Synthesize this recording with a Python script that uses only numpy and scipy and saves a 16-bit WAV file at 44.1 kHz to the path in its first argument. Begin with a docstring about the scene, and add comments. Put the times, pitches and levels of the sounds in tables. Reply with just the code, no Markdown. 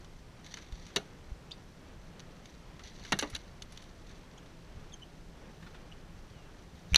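"""Tackle knocks on the fibreglass hull of a small drifting boat as a line of hooked fish is hauled in.
Each knock mixes short noise bursts with ringing tones; lighter ticks and dry clicks are built the same way.
Shaped noise and tiny bubble tones make water patter off the catch; gliding tones make wet line squeak in gloves.
A bird calls far off over the noise of light wind, calm sea and hollow hull.
At the end something bumps the microphone's housing and clicks sharply against it."""
import sys
import numpy as np
from scipy import signal
from scipy.fft import rfft, irfft, next_fast_len
from scipy.io import wavfile
from scipy.ndimage import map_coordinates

SR = 44100
rng = np.random.default_rng(int(sys.argv[2]) if len(sys.argv) > 2 else 0)


def output_pcm(signal):
    """Save a mono or channel-first signal as 16-bit PCM at the path in sys.argv[1].

    Samples are clipped to [-1, 1] before scaling.
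    """
    pcm = np.clip(np.atleast_2d(signal).T, -1, 1) * 32767
    wavfile.write(sys.argv[1], SR, np.round(pcm).astype(np.int16))


N = 307377  # length of the scene [samples]
T = np.arange(SR // 3) / SR  # time within one event [s]

# colour of a hard crack on the hull: (frequency [Hz], level [dB])
CRACK = [(400, -46), (1000, -5.5), (1350, -5.5), (1650, 6.5), (2000, -0.5), (2400, -4), (2850, 6),
         (3250, -1), (4000, 3.5), (4600, -2), (5150, -19), (5950, 1.5), (7000, -15.5), (8200, -40)]
# colour of the fine treble sizzle of a contact: (frequency [Hz], level [dB])
SIZZLE = [(4120, -2), (7000, -4.5), (8760, -6.5), (10500, -1.5), (12200, -16), (14500, -27), (15500, -32),
          (16000, -48)]
# colour of falling drops and light ticks: (frequency [Hz], level [dB])
DROPS = [(600, -21), (1200, -10), (1600, -4.5), (2000, 1), (2500, -6.5), (3000, -3.5), (3600, 1.5),
         (4500, 1), (5150, -9.5), (5900, 2.5), (6500, -4), (7900, -20.5), (11000, -20.5), (15000, -37.5)]


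def amp(db):
    """Turn decibels into a gain."""
    return 10 ** (np.asarray(db) / 20)


def unit(x):
    """Scale to an average strength (rms) of 1."""
    return x / np.sqrt(np.mean(x ** 2) + 1e-20)


def wobble(rate, size=N):
    """Draw a smooth random curve through `rate` random points a second."""
    points = rng.standard_normal(int(size * rate / SR) + 4)
    return map_coordinates(points, [np.arange(size) * rate / SR])


def coloured(x, spectrum):
    """Filter x through (frequency [Hz], level [dB]) points joined on a log frequency axis."""
    m = next_fast_len(len(x) + 8192)
    hz, db = np.transpose(spectrum)
    gain = amp(np.interp(np.log(np.fft.rfftfreq(m, 1 / SR) + 1), np.log(hz + 1), db))
    return irfft(rfft(x, m) * gain, m)[:len(x)]


def noise(spectrum, size=N):
    """Make coloured noise with an rms of 1."""
    return unit(coloured(rng.standard_normal(size), spectrum))


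def tilted(spectrum, slope_db):
    """Brighten a colour, as a harder contact does, by slope_db per octave above its lowest point."""
    lowest_hz = spectrum[0][0]
    return [(hz, db + slope_db * np.log2(hz / lowest_hz)) for hz, db in spectrum]


def shifted(table, ratio):
    """Move modes or a colour to another pitch."""
    return [(hz * ratio, *rest) for hz, *rest in table]


def surges(rows):
    """Add up smooth bell-shaped rises of level [dB]."""
    t = np.arange(N) / SR
    return sum(db * np.exp(-((t - s) / half) ** 2) for s, half, db in rows)


def add(track, s, x):
    """Mix x into the track from s seconds on."""
    start = int(round(s * SR))
    part = track[start:start + len(x)]
    part += x[:len(part)]


def burst(spectrum, hold, t60, tail_db=-60, tail_t60=.15):
    """Noise stands for countless close modes: held while the contact chatters, then dying to a weak tail.

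    hold, t60 and tail_t60 are in seconds; a t60 is the time to fall by 60 dB.
    """
    body = amp(-60 * np.maximum(T - hold, 0) / t60)
    tail = amp(tail_db - 60 * T / tail_t60)
    shape = (body + tail) * (1 - np.exp(-T / 0.0001))
    x = noise(spectrum, len(T)) * shape
    return x * np.linalg.norm(shape) / np.linalg.norm(x)


def ring(modes):
    """Sum the fading tones of a struck body, each at a slightly new strength every time."""
    out = np.zeros(len(T))
    for hz, db, t60 in modes:
        out += amp(db + rng.standard_normal() - 60 * T / t60) * np.sin(2 * np.pi * hz * T)
    return out


def chatter(x, spread, count=5):
    """Repeat x as a tumbling weight touches several times within `spread` seconds."""
    out = np.zeros(len(x))
    for delay in spread * (np.arange(count) + rng.random(count)) / count:
        add(out, delay, x * rng.choice([-1, 1]))
    return out * np.linalg.norm(x) / np.linalg.norm(out)


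def knocks():
    """Each blow cracks on the hull's hard skin and rings the panels; heavy ones also thud in the hull."""
    # tackle striking the hull: (time [s], thud level [dB], panel ring level [dB], crack level [dB],
    # sizzle level [dB], brightness [dB per octave], hull pitch at the struck spot [ratio]);
    # the levels are relative: each part is trimmed further below
    blows = [(0.961, -33.5, -29, -23, -34.5, 2.5, 1.07), (3.1215, -31, -23, -21.5, -34, -6, 1),
             (3.189, -69, -32.5, -27.5, -32.5, 8, 1), (3.225, -32.5, -35, -32, -50, -2.5, 1.5),
             (3.3489, -54, -42, -38, -45.5, 2, 1.3)]
    # colour of the thud, before the pitch ratio: (frequency [Hz], level [dB])
    thud_colour = [(60, -38), (120, 1), (200, -2.5), (370, -0.5), (520, -6.5), (760, -3.5), (950, -22),
                   (1300, -7.5), (2500, -52)]
    # modes of the whole hull, before the pitch ratio: (frequency [Hz], level [dB], 60 dB fade time [s])
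    hull_modes = [(150, -8, 0.14), (195, -3.5, 0.15), (295, -30, 0.054), (384, -2.5, 0.07),
                  (677, -16, 0.057), (803, -12, 0.073), (1170, -13, 0.035)]
    # modes of the hull's panels: (frequency [Hz], level [dB], 60 dB fade time [s])
    panel_modes = [(1467, -8.5, 0.055), (1567, -6.5, 0.097), (1670, 0.5, 0.037), (1845, -2, 0.04),
                   (2185, -4, 0.079), (2640, -21, 0.031), (2810, -5, 0.065), (3477, -12.5, .06),
                   (3830, -1, 0.03), (4550, -24, 0.043), (5840, -5, 0.027)]
    out = np.zeros(N)
    for s, thud_db, panel_db, crack_db, sizzle_db, bright_db, spot in blows:
        thud = amp(-2.5) * burst(shifted(thud_colour, spot), hold=0.0093, t60=0.12,
                                 tail_db=-22, tail_t60=0.65)
        thud = thud + amp(-0.5) * chatter(ring(shifted(hull_modes, spot)), spread=0.0122)
        panel = amp(-4.0) * chatter(ring(panel_modes), spread=.009)
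        # the first touch is brighter; the body's answer lasts longer
        touch = amp(-3.5) * burst(tilted(CRACK, bright_db + 8), hold=0.001, t60=0.034)
        answer = amp(-6.5) * burst(tilted(CRACK, bright_db), hold=0.0082, t60=0.033,
                                   tail_db=-16.5, tail_t60=0.21)
        sizzle = burst(SIZZLE, hold=0.0018, t60=0.024, tail_db=-23, tail_t60=0.23)
        low = amp(thud_db) * thud + amp(panel_db) * panel
        high = amp(crack_db) * (touch + answer) + amp(sizzle_db) * sizzle
        add(out, s, low + high)
    return out


def ticks():
    """Small things touch too lightly to move the hull: a dry tick and a short ring."""
    # ticks of hooks, swivels and falling drops: (time [s], tick level [dB], sizzle level [dB]);
    # the levels are relative: both parts are trimmed below
    touches = [(0.0456, -45, -73), (0.4448, -43, -73), (0.4636, -38, -70), (0.5404, -30, -65),
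               (0.5715, -38, -64), (0.7233, -41.5, -70), (0.866, -42.5, -72), (2.195, -39, -79),
               (2.202, -40, -78), (2.4562, -41, -69), (2.794, -44.5, -69), (3.0502, -36, -70),
               (3.2103, -31, -45), (3.3, -44, -50), (3.362, -30.5, -57), (3.6214, -31.5, -56),
               (3.7225, -44.5, -54.5), (3.774, -36, -75), (3.8234, -44.5, -60)]
    # modes of small steel tackle: (frequency [Hz], level [dB], 60 dB fade time [s])
    tackle_modes = [(1960, -10, 0.027), (3000, 3, 0.03), (3570, -1.5, 0.021), (4640, -6, 0.021),
                    (5740, -9, 0.03), (6550, -5, 0.024)]
    out = np.zeros(N)
    for s, db, sizzle_db in touches:
        tick = burst(DROPS, hold=0.00092, t60=0.026)
        tick = tick + amp(-8.5) * chatter(ring(tackle_modes), spread=0.0033, count=3)
        sizzle = burst(SIZZLE, hold=0.0015, t60=0.079)
        add(out, s, amp(db - 8.0) * tick + amp(sizzle_db - 1.5) * sizzle)
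    return out


def close_clicks():
    """Contacts close to the microphone: a short dry ring whose pitch depends on the spot that is hit."""
    # sharp contacts: (time [s], relative level [dB], ring frequency [Hz], 60 dB fade time [s])
    contacts = [(0.5417, -39, 6150, 0.011), (3.3527, -28.5, 3880, .008), (6.9348, -36, 2320, 0.02),
                (6.9454, -9, 2840, 0.0049), (6.9545, -26, 2470, .01), (6.9595, -5, 4140, 0.0064),
                (6.9619, -14.5, 4000, 0.007)]
    # side resonances of the microphone's housing: (frequency [Hz], level [dB], 60 dB fade time [s])
    housing_modes = [(865, -24.5, 0.015), (2430, -22, 0.03), (2900, -40, .008), (3700, -11, 0.015),
                     (5790, -7, 0.01), (6130, -13.5, 0.006), (9600, -25, 0.0053)]
    out = np.zeros(N)
    for s, db, hz, t60 in contacts:
        main = amp(5.5 - 60 * T / t60) * np.sin(2 * np.pi * hz * T) * (1 - np.exp(-T / 0.00011))
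        snap = amp(-20) * burst(CRACK, hold=0.00031, t60=0.0084, tail_db=-5, tail_t60=0.056)
        snap = snap + amp(-22.5) * burst(SIZZLE, hold=0.00045, t60=0.009)
        add(out, s, amp(db) * (main + amp(-1.5) * ring(housing_modes) + snap))
    return out


def bumps():
    """A soft push rocks the microphone: a low tone that sets in softly and fades fast."""
    # pushes: (time [s], relative level [dB], frequency [Hz])
    pushes = [(0.7244, -31.5, 48.3), (1.317, -31.5, 50.7), (3.333, -37, 65.5), (6.919, -26.5, 81),
              (6.931, -30.5, 135), (6.932, -22.5, 53.3)]
    out = np.zeros(N)
    for s, db, hz in pushes:
        fade = amp(db + 5 - 60 * T / 0.08)
        add(out, s, fade * np.sin(2 * np.pi * hz * T) * (1 - np.exp(-T / 0.0021)))
    return out


def squeaks():
    """Line sticks and slips on rubber: an unsteady gliding tone with overtones, scattered by the deck."""
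    # slips of wet line through a glove: (start [s], length [s], relative level [dB], start pitch [Hz],
    # end pitch [Hz], octave level [dB], pitch jitter [share of the pitch])
    slips = [(1.5095, 0.0073, -42, 2930, 3170, -8, 0.066), (1.515, .006, -37, 3380, 3580, -22, 0.088),
             (1.519, 0.0045, -37.5, 4400, 4580, -23, 0.053), (4.376, 0.01, -49, 3100, 3360, -5.5, 0.094),
             (4.921, .009, -50, 3600, 3500, -20, 0.0091), (4.927, 0.021, -49, 3400, 3120, -2.5, .01),
             (5.019, 0.017, -44, 3020, 3005, -17.5, .008), (5.917, .009, -46.5, 2800, 2920, -18, .008)]
    out = np.zeros(N)
    for s, length, db, start_hz, end_hz, octave_db, jitter in slips:
        u = np.clip(T / length, 0, 1)  # progress through the slip
        glide = 1 - (1 - u) ** 2  # the pitch settles as the slip ends
        pitch = (start_hz + (end_hz - start_hz) * glide) * (1 + jitter * wobble(1500, len(T)))
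        phase = 2 * np.pi * np.cumsum(pitch) / SR
        overtones = np.sin(2 * phase) + amp(-16) * np.sin(3 * phase)
        tone = np.sin(phase) + amp(octave_db) * overtones
        level = amp(db - 2.0 + 4.2 * wobble(380, len(T)))
        add(out, s, level * np.sqrt(abs(np.sin(np.pi * u))) * tone)
    deck = rng.standard_normal(len(T)) * amp(-60 * T / 0.098)  # fading noise acts as dense echoes
    return out + amp(-8) * signal.fftconvolve(out, deck / np.linalg.norm(deck))[:N]


def showers():
    """Gain of the dripping water: each shower rises, holds and drips away over a steady trickle."""
    # water shaken off the line and fish: (time of full level [s], hold length [s], level [dB])
    falls = [(0.46, 0.14, -57.5), (0.75, 0.16, -60), (2.46, 0.027, -66), (2.843, 0.028, -55),
             (3.009, .06, -54), (3.234, 0.063, -55.5), (3.733, 0.026, -59.5), (4.058, .08, -65.5),
             (6.77, .02, -65), (6.916, .05, -57)]
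    attack_s, fade_t60, trickle_db = 0.033, 0.83, -70.5  # rise [s], 60 dB fade [s], steady drip [dB]
    t = np.arange(N) / SR
    power = np.full(N, amp(trickle_db) ** 2)
    for s, length, db in falls:
        attack = np.clip(1 + (t - s) / attack_s, 0, 1)
        fade_db = -60 * np.maximum(t - s - length, 0) / fade_t60
        power += (attack * amp(db + fade_db)) ** 2
    return np.sqrt(power)


def water():
    """Droplets patter and plink on the sea over a fine spray; wavelets slap the side."""
    # wavelets slapping the side: (time [s], level [dB])
    laps = [(0.5703, -50.5), (0.895, -60), (2.794, -54), (3.048, -53), (3.33, -52.5), (4.1, -61.5),
            (5.624, -55), (5.665, -53), (5.745, -53.5)]
    drops_per_s, spread_db, drop_t60, spray_share = 320, 5, 0.027, 0.7  # drop_t60: 60 dB fade [s]
    strengths = amp(spread_db * np.minimum(rng.exponential(size=N), 3))
    drops = (rng.random(N) < drops_per_s / SR) * strengths
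    splats = signal.fftconvolve(drops, amp(-60 * T / drop_t60))[:N]
    patter = unit(coloured(rng.standard_normal(N) * (splats + spray_share), DROPS))

    plinks = np.zeros(N)
    t = T[:SR // 50]
    for when, pitch, strength in rng.random((4000, 3)):
        hz = 1700 * 4 ** pitch  # each drop traps a tiny bubble that rings for some cycles
        bubble = np.sin(2 * np.pi * hz * t) * np.exp(-hz * t / 9)
        add(plinks, when * N / SR, amp(10 * strength) * bubble)
    out = showers() * (amp(-1.5) * patter + amp(-6.5) * unit(coloured(plinks, DROPS)))

    slap_colour = [(500, -15), (1100, 2), (1700, 3.5), (2400, -3), (4000, -6), (8000, -23), (15000, -48)]
    for s, db in laps:
        add(out, s, amp(db) * burst(slap_colour, hold=0.0073, t60=0.11))
    return out


def far_bird():
    """One thin falling call, made of a second harmonic and a third that fades away during the call."""
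    # the call: (start [s], length [s], level [dB], start and end pitch of the unheard fundamental [Hz])
    cries = [(6.303, 0.2, -66.5, 1620, 1340)]
    out = np.zeros(N)
    for s, length, db, start_hz, end_hz in cries:
        u = np.clip(T / length, 0, 1)  # progress through the call
        glide = end_hz + (start_hz - end_hz) * (1 - u) ** 2
        pitch = glide * (1 + 0.013 * wobble(295, len(T)))
        phase = 2 * np.pi * np.cumsum(pitch) / SR
        tone = np.sin(2 * phase) + amp(-30 * u) * np.sin(3 * phase)
        add(out, s, amp(db) * np.sqrt(abs(np.sin(np.pi * u))) * tone)
    return out


def sea_air():
    """Light wind rumbles on the microphone over the sea's wash, the hull's boom and a thin steady hiss."""
    # gusts of wind: (middle [s], half length [s], rise [dB])
    gusts = [(3.1, 0.28, 1.5), (4.8, 0.2, 4), (6.15, 0.26, 3.5)]
    # swells passing under the hull: (middle [s], half length [s], rise [dB])
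    swells = [(2.3, 0.15, 2), (5.65, 0.12, 8.5), (6.13, .08, 5), (6.85, 0.14, 7)]
    # colour of the wind's rumble: (frequency [Hz], level [dB])
    rumble_colour = [(11, -30), (18, 2.5), (38, -3), (87, -8), (130, -15.5), (170, -70), (290, -120)]
    # colour of the open sea all around: (frequency [Hz], level [dB])
    sea_colour = [(65, -8), (110, -5.5), (130, -2), (165, -2), (189, -4.5), (239, -6), (279, -7.5),
                  (405, -9.5), (571, -12), (607, -13), (1540, -19), (1830, -20.5), (2010, -21.5),
                  (3300, -24.5), (4500, -38.5), (5850, -50), (9900, -120)]
    # colour of the hiss: (frequency [Hz], level [dB])
    hiss_colour = [(2350, -30), (4000, 0.5), (5410, 1), (5930, -0.5), (6700, -4), (7440, -4), (8020, -6),
                   (11800, -13.5), (13800, -15), (15100, -51), (15400, -28.5), (15600, -37), (16000, -43)]
    boom_colour = [(100, -35), (145, -12), (165, 5.5), (190, -6.0), (260, -47.5)]
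    flutter_db = 1 * wobble(9)
    wind = amp(-54.5 + surges(gusts) + flutter_db) * noise(rumble_colour)
    wash = amp(-55 + 0.9 * wobble(7)) * noise(sea_colour)
    boom = amp(-63.5 + surges(swells)) * noise(boom_colour)  # the hollow hull rides the water
    hiss = amp(-70) * noise(hiss_colour)
    return wind + wash + boom + hiss


def scene():
    """Everything reaches one microphone."""
    contacts = knocks() + ticks() + close_clicks() + bumps()
    return (contacts + squeaks() + water() + far_bird() + sea_air())[None]


def record(dry):
    """The microphone keeps almost nothing above its band limit: a very steep treble cut."""
    top_hz = 15400
    m = next_fast_len(N + 8192)
    gain = 1 / (1 + (np.fft.rfftfreq(m, 1 / SR) / top_hz) ** 80)
    return irfft(rfft(dry, m) * gain, m)[:, :N]


dry = scene()
out = record(dry)
output_pcm(out)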